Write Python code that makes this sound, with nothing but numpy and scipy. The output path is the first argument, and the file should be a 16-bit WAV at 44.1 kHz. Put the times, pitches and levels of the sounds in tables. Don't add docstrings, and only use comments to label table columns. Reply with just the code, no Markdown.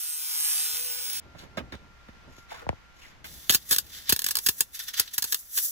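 import sys
import numpy as np
from scipy import signal
from scipy.fft import rfft, irfft, next_fast_len
from scipy.io import wavfile
from scipy.ndimage import uniform_filter1d

SR = 44100
rng = np.random.default_rng(int(sys.argv[2]) if len(sys.argv) > 2 else 0)


def waveform_to_disk(signal):
    frames = np.transpose(np.atleast_2d(signal))
    scaled = np.clip(frames, -1, 1) * 32767
    samples = np.round(scaled).astype(np.int16)
    wavfile.write(sys.argv[1], SR, samples)


N = 251811
T = np.arange(N) / SR
SIZE = next_fast_len(N + SR // 2)
HZ = np.arange(SIZE // 2 + 1) * SR / SIZE
CUT_S = 1.201

# (time [s], level [dB], thump level [dB], spitting length [ms])
POP_EVENTS = [(3.4965, -25, -34, 0.46), (3.5018, -19.5, -57, 11), (3.523, -23, -44.5, 29),
              (3.5412, -29, -59, 3.7), (3.547, -17, -35.5, 10), (3.7101, -21, -39, 9.9),
              (3.721, -21, -44, 8.8), (3.7285, -22, -50, 9.8), (3.741, -28, -60, 13),
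              (3.7621, -26, -52, 3.2), (3.784, -21.5, -56, 5.3), (4.094, -18.5, -40, 10.4),
              (4.1239, -18, -27, 7.5), (4.1626, -29.5, -57, 3.5), (4.1916, -28.5, -65, 3.2),
              (4.219, -33.5, -63, 3.3), (4.2428, -27, -53, 4.6), (4.264, -25.5, -54, 4.8),
              (4.287, -29.5, -57, 3.5), (4.3086, -26.5, -58, 6.9), (4.354, -25, -64, 3.5),
              (4.3697, -25.5, -69, 1.1), (4.387, -30.5, -64, 5.1), (4.4631, -19.5, -47, 11),
              (4.4872, -19, -35, 6.7), (4.6067, -18, -59, 4.4), (4.7923, -38, -92, 5.7),
              (4.976, -37, -76, 8.2), (4.996, -18, -41, 5.8), (5.18, -23, -47.5, 6.8),
              (5.223, -26, -55.5, 7), (5.2414, -28.5, -51, 8.5), (5.3236, -23.5, -69, 8.4),
              (5.345, -25, -75, 3.4), (5.5749, -25, -73, 8.5), (5.5854, -28, -77, 3.3)]
POP_BODY_DB = -5.5


def undb(db):
    return 10 ** (np.asarray(db) / 20)


def curves(rows):
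    s, *columns = np.transpose(rows)
    return [np.interp(T, s, c) for c in columns]


def through(x, response):
    return irfft(rfft(x, SIZE) * response, SIZE)[..., :N]


def colour(points, weight=1):
    hz, db = np.transpose(points)
    gain = weight * undb(np.interp(np.log(HZ + 1), np.log(hz), db))
    return gain / np.sqrt(np.mean(gain ** 2))


def causal(gain):
    cepstrum = irfft(np.log(gain), SIZE)
    fold = (1 + np.sign(np.arange(SIZE))) * (np.arange(SIZE) < SIZE // 2)
    return np.exp(rfft(cepstrum * fold, SIZE))


def noise():
    return rng.standard_normal(N)


def walk(rate_hz):
    knots = rng.standard_normal(4096)
    return np.interp(T * rate_hz, np.arange(len(knots)), knots)


def unit(x):
    return x / np.sqrt(np.sum(x ** 2, axis=-1, keepdims=True) + 1e-18)


def unit_power(x):
    return np.sqrt(N) * unit(x)


def add(track, s, x):
    i = int(s * SR)
    track[i:i + len(x)] += x[:N - i]


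def burst(ms, first, grain_db, fade=4):
    t = T[:SR // 10]
    clicks = rng.standard_normal(len(t)) * undb(grain_db * rng.standard_normal(len(t)))
    cluster = unit(clicks * np.exp(-(t / (max(ms, .1) / 1000)) ** fade))
    cluster[0] += first
    return unit(cluster)


def swell(s, db, rise_s, fall):
    return undb(db) * np.exp(-np.maximum(s - T, (T - s) / max(fall, .1)) / max(rise_s, .002))


def shares(body_db):
    total = np.hypot(1, undb(body_db))
    return undb(body_db) / total, 1 / total


def voiced(body, treble, points, split_hz=5100):
    low = 1 / (1 + (HZ / split_hz) ** 6)
    return through(body, colour(points, low)) + through(treble, colour(points, 1 - low))


def bass(x, points, skew_rad=0.96):
    return through(x, colour(points) * np.exp(.5j * skew_rad * np.array([[1], [-1]])))


def spread(points, side_db):
    mid, side = noise(), undb(side_db) * noise()
    return through(np.array([mid + side, mid - side]), colour(points))


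def reflections(near_db, near_s, tail_db, t60):
    t = T[:SR // 4]
    near, tail = rng.standard_normal((2, len(t)))
    near = undb(near_db) * unit(near * np.exp(-(t / near_s) ** 4))
    return near + undb(tail_db) * unit(tail * undb(-60 * t / t60))


def place(x, near_db, near_s, tail_db, t60, scatter_db, turn_hz=450, beam_hz=10000):
    shared, left, right = (reflections(near_db, near_s, tail_db, t60) for _ in range(3))
    lag_s = 9.9 / SR
    port = np.exp(-2j * np.pi * HZ * lag_s) * (turn_hz - 1j * HZ) / (turn_hz + 1j * HZ)
    own, common = shares(scatter_db - 20 * np.clip(np.log2((HZ + 1) / beam_hz) / 0.27, 0, 1))
    direct = np.array([port, np.ones(len(HZ))])
    response = (1 + common * rfft(shared, SIZE)) * direct + own * rfft(np.array([left, right]), SIZE)
    return through(x, response / causal(np.sqrt(uniform_filter1d(abs(response) ** 2, size=900))))


def alternating(x, hold_s, count=3, **room):
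    weights = [np.clip(1 - abs((T / hold_s - k) % count - 1), 0, 1) for k in range(count)]
    return sum(place(x * weight ** .7, **room) for weight in weights)


def rim(turns, count=104, size=4096):
    profile = irfft(np.r_[0, np.exp(2j * np.pi * rng.random(count))], size)
    return np.interp(turns % 1 * size, np.arange(size), profile / profile.std())


def grinder(trim_db=-0.5, grit_db=8.0):
    # (time [s], cut level before trim [dB], motor hum level [dB])
    load = [(0.0, -34, -76), (0.172, -35.5, -76), (0.45, -28.5, -71), (0.58, -29, -69),
            (0.864, -35.5, -56.5), (1.116, -36.5, -63), (1.152, -35, -69), (1.19, -37.5, -79)]
    # (time [s], rotation [Hz])
    motor_speed = [(0, 468), (.17, 482.4), (.3, 481.9), (.52, 471.3), (.7, 477.7), (.9, 495.4),
                   (1.066, 503), (1.2, 504.5)]
    # (multiple of motor speed, level at loudest hum [dB])
    motor_orders = [(2, -58), (3, -55), (31, -37)]
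    # (multiple of wheel speed, level against the cut [dB])
    wheel_orders = [(8, -26), (48, -18), (49, -16), (57, -12), (69, -17), (73, -16), (78, -13)]
    # (frequency [Hz], relative level [dB])
    cut_colour = [(100, -25), (350, -34.5), (650, -25.5), (830, -3.5), (960, -6.5), (1100, -12),
                  (1400, -9.5), (1900, -10.5), (2500, -5), (3500, -2.5), (4200, -1.5), (4800, 1.5),
                  (5250, 6.5), (5700, 3.5), (6150, 6.5), (6900, -0.5), (7400, 6.5), (7900, -2), (8700, 21),
                  (9500, 7), (10500, 8.5), (11300, 3), (12000, 10), (13300, 2), (14700, 10.5), (15600, 0),
                  (16100, -48)]
    bite_colour = [(1500, -28), (5000, -17.5), (8000, -27), (8700, -1), (9800, 8), (12000, 14),
                   (13300, -5.5), (15500, -7.5), (16100, -53)]
    bite_db, bite_turns = -7, .03
    body_db, body_db_per_s = -10, 5.5

    db, motor_db = curves(load)
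    motor = np.cumsum(curves(motor_speed)[0] * (1 + .0012 * walk(200))) / SR
    wheel = motor * 12 / 37
    strength = undb(2 * rng.standard_normal(2048)[wheel.astype(int)] + 2 * walk(9))
    bite = unit_power(strength * np.exp(-((wheel % 1 - .5) / bite_turns) ** 2))
    grit = unit_power(noise() * undb(grit_db * noise()))
    shift = walk(7)
    edge = np.cos(shift) * rim(wheel) + np.sin(shift) * rim(wheel)

    force = undb(db + trim_db)
    rasp = force * (.8 * grit + .58 * edge)
    scratch = force * (.55 * grit + .83 * edge)
    deepening = undb(body_db + body_db_per_s * np.minimum(T, CUT_S))
    cutting = voiced(rasp * deepening, scratch, cut_colour)
    biting = place(through(scratch * bite * undb(bite_db), colour(bite_colour)),
                   near_db=-9, near_s=.002, tail_db=-14, t60=.05, scatter_db=10)

    whine = sum(undb(order_db + 2 * walk(20)) * np.sin(2 * np.pi * k * motor) for k, order_db in motor_orders)
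    whine = whine * undb(.15 * (motor_db - motor_db.max()))
    hum = np.sqrt(2) * np.sin(2 * np.pi * motor) * undb(motor_db + 1.5 * walk(60))
    ring = force * sum(undb(order_db + 3 * walk(20)) * np.sin(2 * np.pi * k * wheel)
                       for k, order_db in wheel_orders)
    singing = place(whine + ring, near_db=-6, near_s=.003, tail_db=-14, t60=.05, scatter_db=6)
    heard = alternating(cutting, hold_s=.14, count=4,
                        near_db=0, near_s=.006, tail_db=-9, t60=.08, scatter_db=10)
    return heard + biting + singing + hum


def ringing():
    # (frequency [Hz], relative level [dB], t60 [s])
    modes = [(1595, -2, .04), (1810, -5, .04), (2740, -2, .08), (2945, -2, .07), (3430, -4, .06),
             (5590, -6, .05), (6580, -3, .08), (6830, -4, .08)]
    t = T[:SR // 4]
    return sum(undb(db) * unit(np.sin(2 * np.pi * hz * t) * undb(-60 * t / t60)) for hz, db, t60 in modes)


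def pops(snap=0.94):
    # (frequency [Hz], relative level [dB])
    pop_colour = [(100, -59.5), (300, -22), (450, -6), (600, -25), (740, -11), (950, -3), (1150, -2.5),
                  (1400, -7.5), (1680, 4.5), (2100, -12), (3200, -0.5), (4600, 6.5), (5700, 3.5),
                  (9000, 7.5), (10200, 4.5), (11700, 11), (15500, 7.5), (16500, -19)]
    thump_colour = [(25, -44.5), (70, 10), (150, 7.5), (380, 8.5), (650, -5), (2000, -10), (8000, -79)]
    body, treble, thumps = np.zeros((3, N))
    low, high = shares(POP_BODY_DB)
    for s, db, thump_db, ms in POP_EVENTS:
        spit = burst(ms, snap / max(ms, .5) ** 0.25, grain_db=8.5) * undb(db) * np.sqrt(0.017 * SR)
        add(body, s, low * spit)
        add(treble, s, high * spit)
        add(thumps, s, undb([thump_db]) * np.sqrt(0.01 * SR))
    crackle = voiced(body, treble, pop_colour) + undb(-24) * through(body, rfft(ringing(), SIZE))
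    heard = alternating(crackle, hold_s=.045, count=5,
                        near_db=-1, near_s=.005, tail_db=-6, t60=.06, scatter_db=12)
    return heard + bass(thumps, thump_colour)


def hiss():
    # (crest time [s], level [dB], body against treble [dB], rise [s])
    flares = [(3.714, -26, -11, 0.018), (3.956, -39, 2.5, 0.037), (4.097, -30, 7, 0.017),
              (4.28, -38.5, -2.5, 0.04), (4.455, -35.5, -19, 0.051), (4.588, -36.5, -14, 0.014),
              (4.749, -33, -6.5, 0.0093), (4.798, -32, 2, 0.0072), (4.826, -38, -4.5, 0.014),
              (4.883, -30, 2, 0.007), (4.941, -25, 6, 0.0035), (4.985, -26, 5, 0.014),
              (5.077, -33, 11, 0.0021), (5.14, -29, -10, 0.0044), (5.312, -36, -15.5, 0.056),
              (5.396, -36, -33, .008), (5.57, -24.5, -16, 0.027), (5.58, -38, 8, 0.0046),
              (5.641, -25, -23.5, 0.035)]
    # (frequency [Hz], relative level [dB])
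    hiss_colour = [(200, -49.5), (450, -31.5), (700, -24), (1200, -16.5), (1700, -5.5), (2400, -13.5),
                   (3600, -1), (4600, -3.5), (6000, 1.5), (9500, -1), (12000, 6), (15500, 3),
                   (16300, -38.5)]
    gas_on_s = 3.243
    gas_db, gas_body_db, gas_fade_db_per_s = -46.5, -4, 10.5
    flare_fall = 1.52
    sputter_start_s, sputter_end_s, sputter_per_s = 4.72, 5.3, 36
    sputter_db, sputter_rise_s, sputter_body_db = -45, .006, -0.5
    pop_swell_db, pop_swell_rise_s, pop_swell_fall = -13, .004, 3
    fizz_db = 4.5

    flow = undb(gas_db - gas_fade_db_per_s * np.maximum(T - gas_on_s, 0)) * (T > gas_on_s)
    fizz = unit_power(noise() * undb(fizz_db * noise() + 2 * walk(300)))
    chance = rng.random((40, 2))
    spit_times = sputter_start_s + np.cumsum(.5 + chance[:, 0]) / sputter_per_s

    parts = [(flow, gas_body_db)]
    for s, db, body_db, rise_s in flares:
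        parts.append((swell(s, db, rise_s, flare_fall), body_db))
    for s, size in zip(spit_times, chance[:, 1]):
        if s < sputter_end_s:
            parts.append(((.5 + size) * swell(s, sputter_db, sputter_rise_s, flare_fall), sputter_body_db))
    for s, db, _, _ in POP_EVENTS:
        parts.append((swell(s, db + pop_swell_db, pop_swell_rise_s, pop_swell_fall), POP_BODY_DB))
    low, high = np.sqrt(sum(np.outer(shares(body_db), gain) ** 2 for gain, body_db in parts))
    return place(voiced(low * fizz, high * fizz, hiss_colour),
                 near_db=1, near_s=.006, tail_db=1, t60=.07, scatter_db=12)


def strike():
    # time [s], level [dB], chatter length [ms]
    s, db, ms = (3.4959, -18, 5)
    # (frequency [Hz], relative level [dB])
    strike_colour = [(1500, -16), (2400, -13.5), (2900, -3), (3500, -3), (4500, -7.5), (5700, -21),
                     (6800, -4), (8500, -46)]
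    touch = np.zeros(N)
    add(touch, s, burst(ms, 2, grain_db=6) * undb(db) * np.sqrt(.017 * SR))
    return place(through(touch, colour(strike_colour)),
                 near_db=-4, near_s=.004, tail_db=-3, t60=.06, scatter_db=6)


def handling(fibre_db=4):
    # (time [s], thud level [dB], clack level [dB], rattle length [ms], thud left minus right [dB])
    knocks = [(1.348, -43, -56, 13, -11.5), (1.431, -46, -58.5, 35, -14), (1.571, -24.5, -28.5, 20, -5.5),
              (1.601, -35.5, -56, 20, -9), (1.722, -40.5, -36, 9.4, -6.5), (1.734, -34, -42, 17, -5),
              (2.0852, -43, -50, 8.4, -2), (2.381, -45.5, -66, 3, -0.5), (3.243, -75, -36, 15, 5)]
    # (start time [s], level [dB], length [s])
    rustles = [(1.357, -53, 0.11), (2.286, -66, 0.18), (2.478, -44.5, 0.14), (2.932, -60.5, 0.21)]
    # (frequency [Hz], relative level [dB])
    thud_colour = [(25, -28), (45, -12), (80, 12), (130, 2.5), (220, 5.5), (350, 0.5), (550, 0), (800, -10),
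                   (1500, -10.5), (8000, -79)]
    clack_colour = [(200, -8.5), (1000, 1.5), (2200, 2.5), (4000, -3), (7000, -18), (15000, -24)]
    swish_colour = [(3000, 0), (7000, 5), (9300, -21), (11500, 1.5), (15500, -25), (16300, -30)]
    swish_db = -59.5

    left, right, clacks, cloth, sliding = np.zeros((5, N))
    for s, thud_db, clack_db, ms, pan_db in knocks:
        blow = burst(ms, 3 / max(ms, .3), grain_db=3.0, fade=2.1) * np.sqrt(0.0059 * SR)
        add(left, s, blow * undb(thud_db + pan_db / 2))
        add(right, s, blow * undb(thud_db - pan_db / 2))
        add(clacks, s, blow * undb(clack_db))
    for s, db, length_s in rustles:
        stroke = np.sin(np.pi * np.clip((T - s) / length_s, 0, 1))
        cloth += undb(db) * stroke
        sliding += stroke
    fibres = unit_power(noise() * undb(fibre_db * noise() + 3.5 * walk(180)))
    bright = through(clacks + cloth * fibres, colour(clack_colour))
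    bright += undb(swish_db) * through(sliding * fibres, colour(swish_colour))
    thuds = bass(np.array([left, right]), thud_colour)
    return thuds + place(bright, near_db=2.0, near_s=0.0034, tail_db=0.0, t60=0.069, scatter_db=28)


def clunks():
    # (time [s], level [dB], contact [ms])
    contacts = [(2.666, -31, 0.64), (2.6909, -21, .1), (2.728, -36, 0.85)]
    # (frequency [Hz], relative level [dB])
    clunk_colour = [(25, -26), (75, 11.5), (200, 0), (420, -0.5), (620, 0), (900, 1), (1270, -11.5),
                    (2200, -8.5), (3400, -22.5), (15000, -36)]
    blows = np.zeros(N)
    for s, db, ms in contacts:
        push = np.hanning(2 + max(1, int(ms / 1000 * SR)))
        add(blows, s, push / push.sum() * undb(db) * np.sqrt(.01 * SR))
    echoes = rfft(np.array([reflections(-15, .004, -15, .08) for _ in range(2)]), SIZE)
    left_louder = undb(np.array([[1], [-1]]))
    return through(bass(blows, clunk_colour, skew_rad=2.0) * left_louder, 1 + echoes)


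def scrapes(width=0.2):
    # (start time [s], level [dB], length [s], centre [Hz])
    strokes = [(1.385, -43, 0.014, 3750), (1.747, -49, .012, 3860), (2.504, -45, 0.021, 2420),
               (2.508, -36.5, 0.022, 725), (2.54, -44, 0.015, 1030), (2.56, -46.5, 0.089, 1350),
               (2.616, -43, 0.013, 480), (3.013, -51, 0.044, 2700), (3.038, -48, 0.024, 2020)]
    out = 0
    for s, db, length_s, hz in strokes:
        catches = unit_power(noise() * undb(5 * walk(500)))
        band = 1 / (1 + 1j * (HZ / hz - hz / (HZ + 1)) / width)
        stroke = np.sin(np.pi * np.clip((T - s) / length_s, 0, 1) ** .6)
        out = out + undb(db) * through(catches * stroke, band / np.sqrt(np.mean(abs(band) ** 2)))
    return place(out, near_db=1.5, near_s=0.0036, tail_db=-2, t60=0.19, scatter_db=9)


def yard(air_db=-58):
    # (crest time [s], level [dB], rise [s])
    rumble_swells = [(0.731, -56.5, 0.012), (1.26, -50.5, 0.039), (1.42, -53, 0.3), (1.629, -44.5, 0.058),
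                     (1.83, -52.5, 0.087), (2.16, -55, 0.03), (2.287, -48.5, 0.038), (2.64, -52, 0.049),
                     (3.302, -55, 0.12), (3.9, -60, 1)]
    # (frequency [Hz], level before fade [dB])
    fan_tones = [(59.6, -66), (1387, -64.5)]
    # (time [s], gain [dB])
    fan_fade = [(1.2, 2), (2.9, -1), (3.2, -12.5)]
    # (frequency [Hz], relative level [dB])
    rumble_colour = [(20, -34), (35, -17.5), (62, 10.5), (110, 1), (200, 0), (400, -7.5), (900, -12.5),
                     (4000, -82.5)]
    air_colour = [(50, 26), (400, 7.5), (1000, 12.5), (2000, 12), (4000, 3), (6300, -1), (9000, -15),
                  (13000, -11.5), (16000, -45)]
    grinding_db, welding_db = -90.5, -79
    swell_fall = 1

    steady = undb(np.where(T > CUT_S, welding_db, grinding_db))
    rumble_gain = np.sqrt(steady ** 2 + sum(swell(s, db, rise_s, swell_fall) ** 2
                                            for s, db, rise_s in rumble_swells))
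    rumble = bass(noise() + .3 * np.array([noise(), noise()]), rumble_colour)
    rumble = rumble * rumble_gain * undb(2 * walk(14))
    air = spread(air_colour, side_db=-0.5) * undb(air_db + 1.02 * walk(5.76))
    fan = 0
    for hz, db in fan_tones:
        gain = np.sqrt(2) * undb(db + 2.7 * walk(23))
        turns = np.cumsum(hz * (1 + 0.002 * walk(26))) / SR
        fan = fan + gain * np.sin(2 * np.pi * turns)
    air_fade_db = np.interp(T, [3.1, 3.6, 5.5], [0, -4, -8])
    return rumble + (air * undb(air_fade_db) + fan * undb(curves(fan_fade)[0])) * (T > CUT_S)


def scene():
    before_cut = np.clip((CUT_S - T) / 0.0027, 0, 1)
    return grinder() * before_cut + yard() + handling() + clunks() + scrapes() + hiss() + strike() + pops()


def record(dry, lag_cycles=1.3, top_hz=16400):
    late_lows = np.exp(-2j * np.pi * lag_cycles * np.log(np.hypot(HZ, 40)))
    limited = np.tanh(through(dry, late_lows))
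    return signal.sosfilt(signal.ellip(8, .2, 70, top_hz, fs=SR, output="sos"), limited)


dry = scene()
out = record(dry)
waveform_to_disk(out)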